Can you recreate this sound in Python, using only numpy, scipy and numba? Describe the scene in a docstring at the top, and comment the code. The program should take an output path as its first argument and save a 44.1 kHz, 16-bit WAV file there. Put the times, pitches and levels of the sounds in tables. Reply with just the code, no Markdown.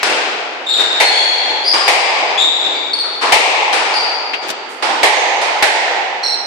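"""A hard, echoing squash court, heard from just behind its glass back wall during a rally.
Rackets crack, the hollow ball booms off the walls and bounces, heels thud on the wooden floor
and rubber soles squeak as they stick and slip. The hall adds a steady wash of noise.
The hand-held microphones overload on each smack, and a limiter (an automatic volume control)
holds the long echo level before it fades."""
import sys
import numpy as np
from scipy import signal
from scipy.io import wavfile
from numba import njit

SR = 44100
rng = np.random.default_rng(int(sys.argv[2]) if len(sys.argv) > 2 else 0)


def master(y):
    """Save y as 16-bit WAV."""
    cut = np.clip(np.atleast_2d(y).T, -1, 1)
    pcm = np.round(cut * 32767)  # scale
    wavfile.write(sys.argv[1], SR, pcm.astype(np.int16))


N = 284883


def amp(db):
    """Turns decibels into a number to multiply by."""
    return 10 ** (np.asarray(db) / 20)


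def unit_level(x):
    """Scales a signal to an average power of one."""
    return x / np.sqrt(np.mean(x ** 2) + 1e-20)


def look_up(table, hz):
    """Reads between the rows of a table, with pitch spaced in octaves."""
    row_hz, value = np.transpose(table)
    return np.interp(np.log(hz + 1), np.log(row_hz + 1), value)


def bell(hz, centre_hz, width_hz):
    """A hump of height one around the pitch where something rings."""
    return 1 / (1 + (2 * (hz - centre_hz) / width_hz) ** 2)


def wobble(count, time_s):
    """Smooth random motion of size one that changes within time_s."""
    window = signal.windows.hann(max(int(time_s * SR), 3))
    motion = signal.fftconvolve(rng.standard_normal(count + len(window) - 1), window, "valid")
    return unit_level(motion - motion.mean())


def add(mix, start_s, sound):
    """Mixes a sound in; one that began before zero is already dying away."""
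    start = round(start_s * SR)
    sound = sound[..., max(-start, 0):]
    part = mix[..., max(start, 0):][..., :sound.shape[-1]]
    part += sound[..., :part.shape[-1]]


def click(colour_db, size=2048):
    """The sharpest click of energy one with a given colour (its level at each pitch)."""
    hz = abs(np.fft.fftfreq(size, 1 / SR))
    log_gain = np.log(amp(colour_db(hz)))
    spectrum = np.exp(np.conj(signal.hilbert(log_gain)))  # packs the energy at the start
    sound = np.fft.ifft(spectrum).real
    return sound / np.linalg.norm(sound)


# How alike left and right are (1 is the same, 0 is unrelated): pitch_hz, likeness
STEREO_LIKENESS = [(100, 0.24), (280, 0.91), (500, 0.8), (800, 0.49), (1200, 0.03), (2500, -0.049),
                   (8000, 0.019)]

def surrounding_noise(count, level_db, size=512):
    """Noise from all sides at two close microphones, shaped by level_db(hz, seconds)."""
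    hz, t, (left, other) = signal.stft(rng.standard_normal((2, count)), SR, nperseg=size)
    likeness = np.clip(look_up(STEREO_LIKENESS, hz), -1, 1)[:, None]
    right = likeness * left + np.sqrt(1 - likeness ** 2) * other
    shaped = np.array([left, right]) * amp(level_db(hz[:, None], t))
    return signal.istft(shaped, SR, nperseg=size)[1][:, :count]


# How long the court's echo takes to fade by 60 dB: pitch_hz, fade_s
ECHO_FADES = [(100, 1.1), (300, 1.79), (800, 3.12), (1500, 2.02), (2500, 2.28), (4500, 1.7), (7000, 1.37),
              (10000, 0.58), (15000, 0.1)]
# Pitches that the echo favours or swallows: pitch_hz, width_hz, boost_db
ECHO_BANDS = [(430, 110, 2), (565, 156, -3), (760, 260, 1.5)]

def court(sound, early_db, swell_s, direct=0.47, slap=0.033, slap_span_s=0.055, early_s=0.0051):
    """Direct sound, slaps off nearby walls, then a dense echo; early_db lifts the first part."""
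    def echo_db(hz, seconds):
        colour_db = sum(db * bell(hz, centre_hz, width_hz) for centre_hz, width_hz, db in ECHO_BANDS)
        return colour_db - 60 * seconds / look_up(ECHO_FADES, hz)
    t = np.arange(2 * SR) / SR
    echo = surrounding_noise(len(t), echo_db)
    echo /= np.sqrt(np.sum(echo ** 2) / 2)
    echo *= 1 + amp(early_db) * np.exp(-t / early_s) / 2
    for side in echo:
        lateness = rng.random(14)  # one value for each slap
        side[(lateness * slap_span_s * SR).astype(int)] += slap * amp(early_db) * (1 - lateness / 2)
    echo[:, 0] += direct * amp(early_db)  # the straight path
    echo *= 1 - np.exp(-(t + 0.00065) / swell_s)  # a sound behind glass or a body swells in
    return signal.fftconvolve(sound[None], echo, axes=1)


def hit(colour, tilt_db_per_octave, ring, hollow):
    """A click: the struck thing rings in one band, and the contact time hollows out another."""
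    def colour_db(hz):
        body_db = look_up(colour, hz) + tilt_db_per_octave * np.log2(hz + 100)
        return body_db + sum(band["db"] * bell(hz, band["hz"], band["width_hz"])
                             for band in (hollow, ring))
    return click(colour_db)


# The colour of the hall's background noise: pitch_hz, level_db
HALL_COLOUR = [(100, -33.5), (200, -14), (400, 0.5), (800, -9.5), (1300, 0), (2500, -7.5), (4500, -18),
               (7000, -28), (10000, -41), (15000, -79)]

def hall(level_db=-32):
    """The steady wash of the sports hall, arriving from all sides."""
    wash = surrounding_noise(N, lambda hz, seconds: look_up(HALL_COLOUR, hz))
    return amp(level_db) * unit_level(wash)


# The colour of the ball on a wall: pitch_hz, level_db
BALL_COLOUR = [(100, -32), (200, -32), (330, -11.5), (500, -2), (640, -1), (850, 4), (1150, -3.5),
               (1500, -6), (2200, -5), (3200, -7.5), (4500, -9), (6500, -17), (9000, -17.5), (14000, -31.5)]
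# Each smack (more tilt is brighter): start_s, level_db, tilt_db_per_octave, hollow_hz, ring_hz, early_db
WALL_SMACKS = [(-0.55, 15, 3, 1180, 2200, -6), (0.097, 5, -1.6, 1070, 2500, 5),
               (1.001, 16.5, 0, 1174, 2110, -5), (1.879, 17.5, .5, 1380, 2200, 2.5),
               (3.322, 20, 0.56, 1520, 2310, -0.5), (5.031, 18, -0.1, 1400, 1980, -2.5),
               (5.625, 15, 0.17, 1190, 1860, 5.5)]

def wall_smacks(boost_db=12):
    """The hollow ball smacks flat against a wall and booms."""
    out = np.zeros((2, N))
    for start_s, level_db, tilt, hollow_hz, ring_hz, early_db in WALL_SMACKS:
        smack = hit(BALL_COLOUR, tilt, ring=dict(hz=ring_hz, width_hz=1000, db=7.5),
                    hollow=dict(hz=hollow_hz, width_hz=347, db=-9.5))
        add(out, start_s, amp(level_db + boost_db) * court(smack, early_db, swell_s=0.0023))
    return out


# The colour of a racket on the ball: pitch_hz, level_db
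RACKET_COLOUR = [(100, -45), (200, -22), (330, -5), (600, 1.5), (900, 3), (1400, -0.5), (2400, -2),
                 (3500, -6), (5000, -7.5), (6500, -17.5), (9000, -17.5), (12000, -33.5), (15000, -45.5)]
# Each stroke: start_s, level_db, tilt_db_per_octave, ring_hz, early_db, swell_s
RACKET_STROKES = [(0.031, 3, 2, 1520, 5.5, 0.00074), (0.794, 2, .5, 1610, 14, 0.0092),
                  (1.735, 8, 1, 1130, -1, 0.004), (3.213, 6, -.5, 1025, 4, 0.011),
                  (4.824, 4, -0.1, 880, -12, .0013)]

def racket_strokes(boost_db=17, hollow_share=0.646):
    """The strings crack against the ball and ring, with a hollow band below the ring."""
    out = np.zeros((2, N))
    for start_s, level_db, tilt, ring_hz, early_db, swell_s in RACKET_STROKES:
        crack = hit(RACKET_COLOUR, tilt, ring=dict(hz=ring_hz, width_hz=210, db=5.5),
                    hollow=dict(hz=hollow_share * ring_hz, width_hz=340, db=-2.5))
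        add(out, start_s, amp(level_db + boost_db) * court(crack, early_db, swell_s))
    return out


# The colour of the wooden floor: pitch_hz, level_db
FLOOR_COLOUR = [(100, -10), (230, -4.5), (450, 6), (800, 2.5), (1300, -0.5), (3000, 0), (8000, -16.5),
                (15000, -57)]
# Each heavy step: start_s, level_db
FOOTSTEPS = [(0.04, -1), (0.76, -6), (1.449, -9), (2.17, -6), (2.42, -6), (2.631, -8), (3.271, -7.5),
             (3.72, -7), (4.42, -8), (4.88, -5), (5.3, -12.5)]

def footsteps(boost_db=18):
    """Heels thud on the springy floorboards."""
    out = np.zeros(N)
    thud = click(lambda hz: look_up(FLOOR_COLOUR, hz))
    for start_s, level_db in FOOTSTEPS:
        add(out, start_s, amp(level_db + boost_db) * thud)
    return court(out, early_db=-3, swell_s=0.0065)[:, :N]


# Each squeak of a sole: start_s, length_s, first_hz, settled_hz, level_db, waver_share, early_db
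SHOE_SQUEAKS = [(0.663, 0.01, 3680, 3650, -9.5, 0.013, -1), (0.686, 0.099, 3660, 3695, -10.5, .015, 8.5),
                (0.684, 0.082, 4250, 4150, -22, 0.043, 5), (1.027, 0.067, 4240, 4260, -9.5, .019, 8.5),
                (1.098, .068, 3400, 3385, -11, .024, -11), (1.1, .14, 4310, 4364, -10.5, 0.019, -1),
                (1.639, 0.099, 4610, 4888, -11, 0.021, 4), (2.376, 0.078, 3462, 3530, -10, 0.021, 8),
                (2.386, 0.091, 3740, 3766, -11.5, 0.025, 2.5), (2.739, .04, 2273, 2300, -26.5, .02, 6),
                (2.933, .02, 4630, 4240, -14.5, 0.025, 11.5), (2.979, 0.037, 4560, 4303, -17.5, .02, 11),
                (3.938, 0.041, 4660, 4720, -12, 0.029, 5.5), (5.138, 0.078, 6500, 6400, -25.5, .021, 3),
                (6.229, 0.057, 5650, 5480, -21.5, 0.011, 8), (6.231, 0.12, 4140, 4200, -21, 0.018, 15)]

def shoe_squeaks(boost_db=-1, edge_s=0.0013, settle_s=0.015):
    """Rubber sticks and slips thousands of times a second; pitch and grip waver as the sole slides."""
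    out = np.zeros((2, N))
    for start_s, length_s, first_hz, settled_hz, level_db, waver_share, early_db in SHOE_SQUEAKS:
        count = int(length_s * SR)
        t = np.arange(count) / SR
        # The pitch settles as weight comes onto the sole, and wavers mostly upward.
        glide_hz = settled_hz + (first_hz - settled_hz) * np.exp(-t / settle_s)
        waver = np.exp(0.16 * wobble(count, time_s=0.0036))
        pitch_hz = glide_hz * (1 + waver_share * unit_level(waver - waver.mean()))
        rasp = 0.1 * wobble(count, time_s=0.00076)  # uneven slips
        phase = 2 * np.pi * np.cumsum(pitch_hz) / SR + rasp
        overtones = np.sin(2 * phase) + amp(-17) * np.sin(3 * phase)
        overtone_db = -15.5 - 19.5 * np.log2(settled_hz / 3570)  # higher squeaks are purer
        grip = np.exp(0.49 * wobble(count, time_s=0.0044))
        tone = unit_level((np.sin(phase) + amp(overtone_db) * overtones) * grip)
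        fade_in_out = np.minimum(np.minimum(t, length_s - t) / edge_s, 1)
        squeak = amp(level_db + boost_db) * fade_in_out * tone
        add(out, start_s, court(squeak, early_db, swell_s=0.0005, direct=0.27))
    return out


# Each light bounce: start_s, level_db, tilt_db_per_octave
BALL_BOUNCES = [(3.04, -9, -1.3), (3.729, 5.5, 1.8), (5.415, -1, 1.5)]

def ball_bounces(boost_db=17):
    """The slowed ball lands with a light click, much like a soft racket stroke."""
    out = np.zeros((2, N))
    for start_s, level_db, tilt in BALL_BOUNCES:
        tap = hit(RACKET_COLOUR, tilt, ring=dict(hz=1370, width_hz=280, db=5),
                  hollow=dict(hz=1070, width_hz=130, db=-5))
        add(out, start_s, amp(level_db + boost_db) * court(tap, early_db=4.5, swell_s=0.0029))
    return out


# Knocks, ticks and a rustle by the microphones: start_s, level_db, pitch_hz, width_hz, fade_s
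CLOSE_TICKS = [(4.333, -8.5, 2560, 1720, 0.1), (4.476, -26, 6050, 12160, 0.0089),
               (4.485, -18, 5000, 16000, 0.013), (4.4908, -12, 2500, 6000, 0.028),
               (4.499, -11, 2960, 8000, 0.059), (4.684, -36.5, 7500, 5000, 0.45)]

def close_ticks(rise_share=0.045):
    """Brief bursts of noise, too near and too small to make the court echo."""
    out = np.zeros((2, N))
    t = np.arange(SR // 4) / SR
    for start_s, level_db, pitch_hz, width_hz, fade_s in CLOSE_TICKS:
        body = click(lambda hz: 20 * np.log10(bell(hz, pitch_hz, width_hz)))
        rise = 1 - np.exp(-t / (rise_share * fade_s))
        burst = rng.standard_normal((2, len(t))) * amp(level_db - 60 * t / fade_s) * rise
        add(out, start_s, signal.fftconvolve(burst, body[None], axes=1))
    return out


def scene():
    """The rally in the court, over the wash of the hall."""
    rally = racket_strokes() + wall_smacks() + ball_bounces() + footsteps() + shoe_squeaks()
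    return rally + close_ticks() + hall()


def microphones(sound, low_cut_hz=200, split_hz=1200, shift_at_s=4.53, shift_takes_s=0.11):
    """Two small microphones with little bass; the treble swings right as they shift in the hand."""
    sound = signal.sosfilt(signal.butter(4, low_cut_hz, "high", fs=SR, output="sos"), sound)
    bass = signal.sosfiltfilt(signal.butter(2, split_hz, fs=SR, output="sos"), sound)
    treble = sound - bass
    sides = np.array([[0.5], [-0.5]])  # a lean is the left level minus the right
    bass_lean_db = -0.95
    treble_lean_db = np.interp(np.arange(N) / SR, [shift_at_s, shift_at_s + shift_takes_s], [3.5, -3.4])
    return bass * amp(sides * bass_lean_db) + treble * amp(sides * treble_lean_db)


@njit
def follow(wanted, rise_speed, fall_speed):
    """Follows a curve with one speed upward and another downward."""
    out, now = np.zeros(len(wanted)), 0.0
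    for i in range(len(wanted)):
        now += (wanted[i] - now) * (rise_speed if wanted[i] > now else fall_speed)
        out[i] = now
    return out


def limiter(sound, threshold_db=-14, squeeze=0.68, attack_s=0.025, release_s=0.029, average_s=0.021):
    """Turns loud stretches down, too slowly to catch the start of a smack."""
    step = 1 / (average_s * SR)
    power = signal.lfilter([step], [1, step - 1], (sound ** 2).mean(0))
    excess_db = np.maximum(10 * np.log10(power + 1e-12) - threshold_db, 0)
    smooth_excess_db = follow(excess_db, 1 / (attack_s * SR), 1 / (release_s * SR))
    return sound * amp(-squeeze * smooth_excess_db)


def record(dry, hardness=19.0, top_hz=15100):
    """After the microphones and limiter, overload flattens the peaks and the highest treble is cut."""
    limited = limiter(microphones(dry))
    overloaded = limited / (1 + abs(limited) ** hardness) ** (1 / hardness)
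    treble_cut = signal.firwin(511, top_hz, window=("kaiser", 9), fs=SR)
    return signal.oaconvolve(overloaded, treble_cut[None], "same")


dry = scene()
out = record(dry)
master(out)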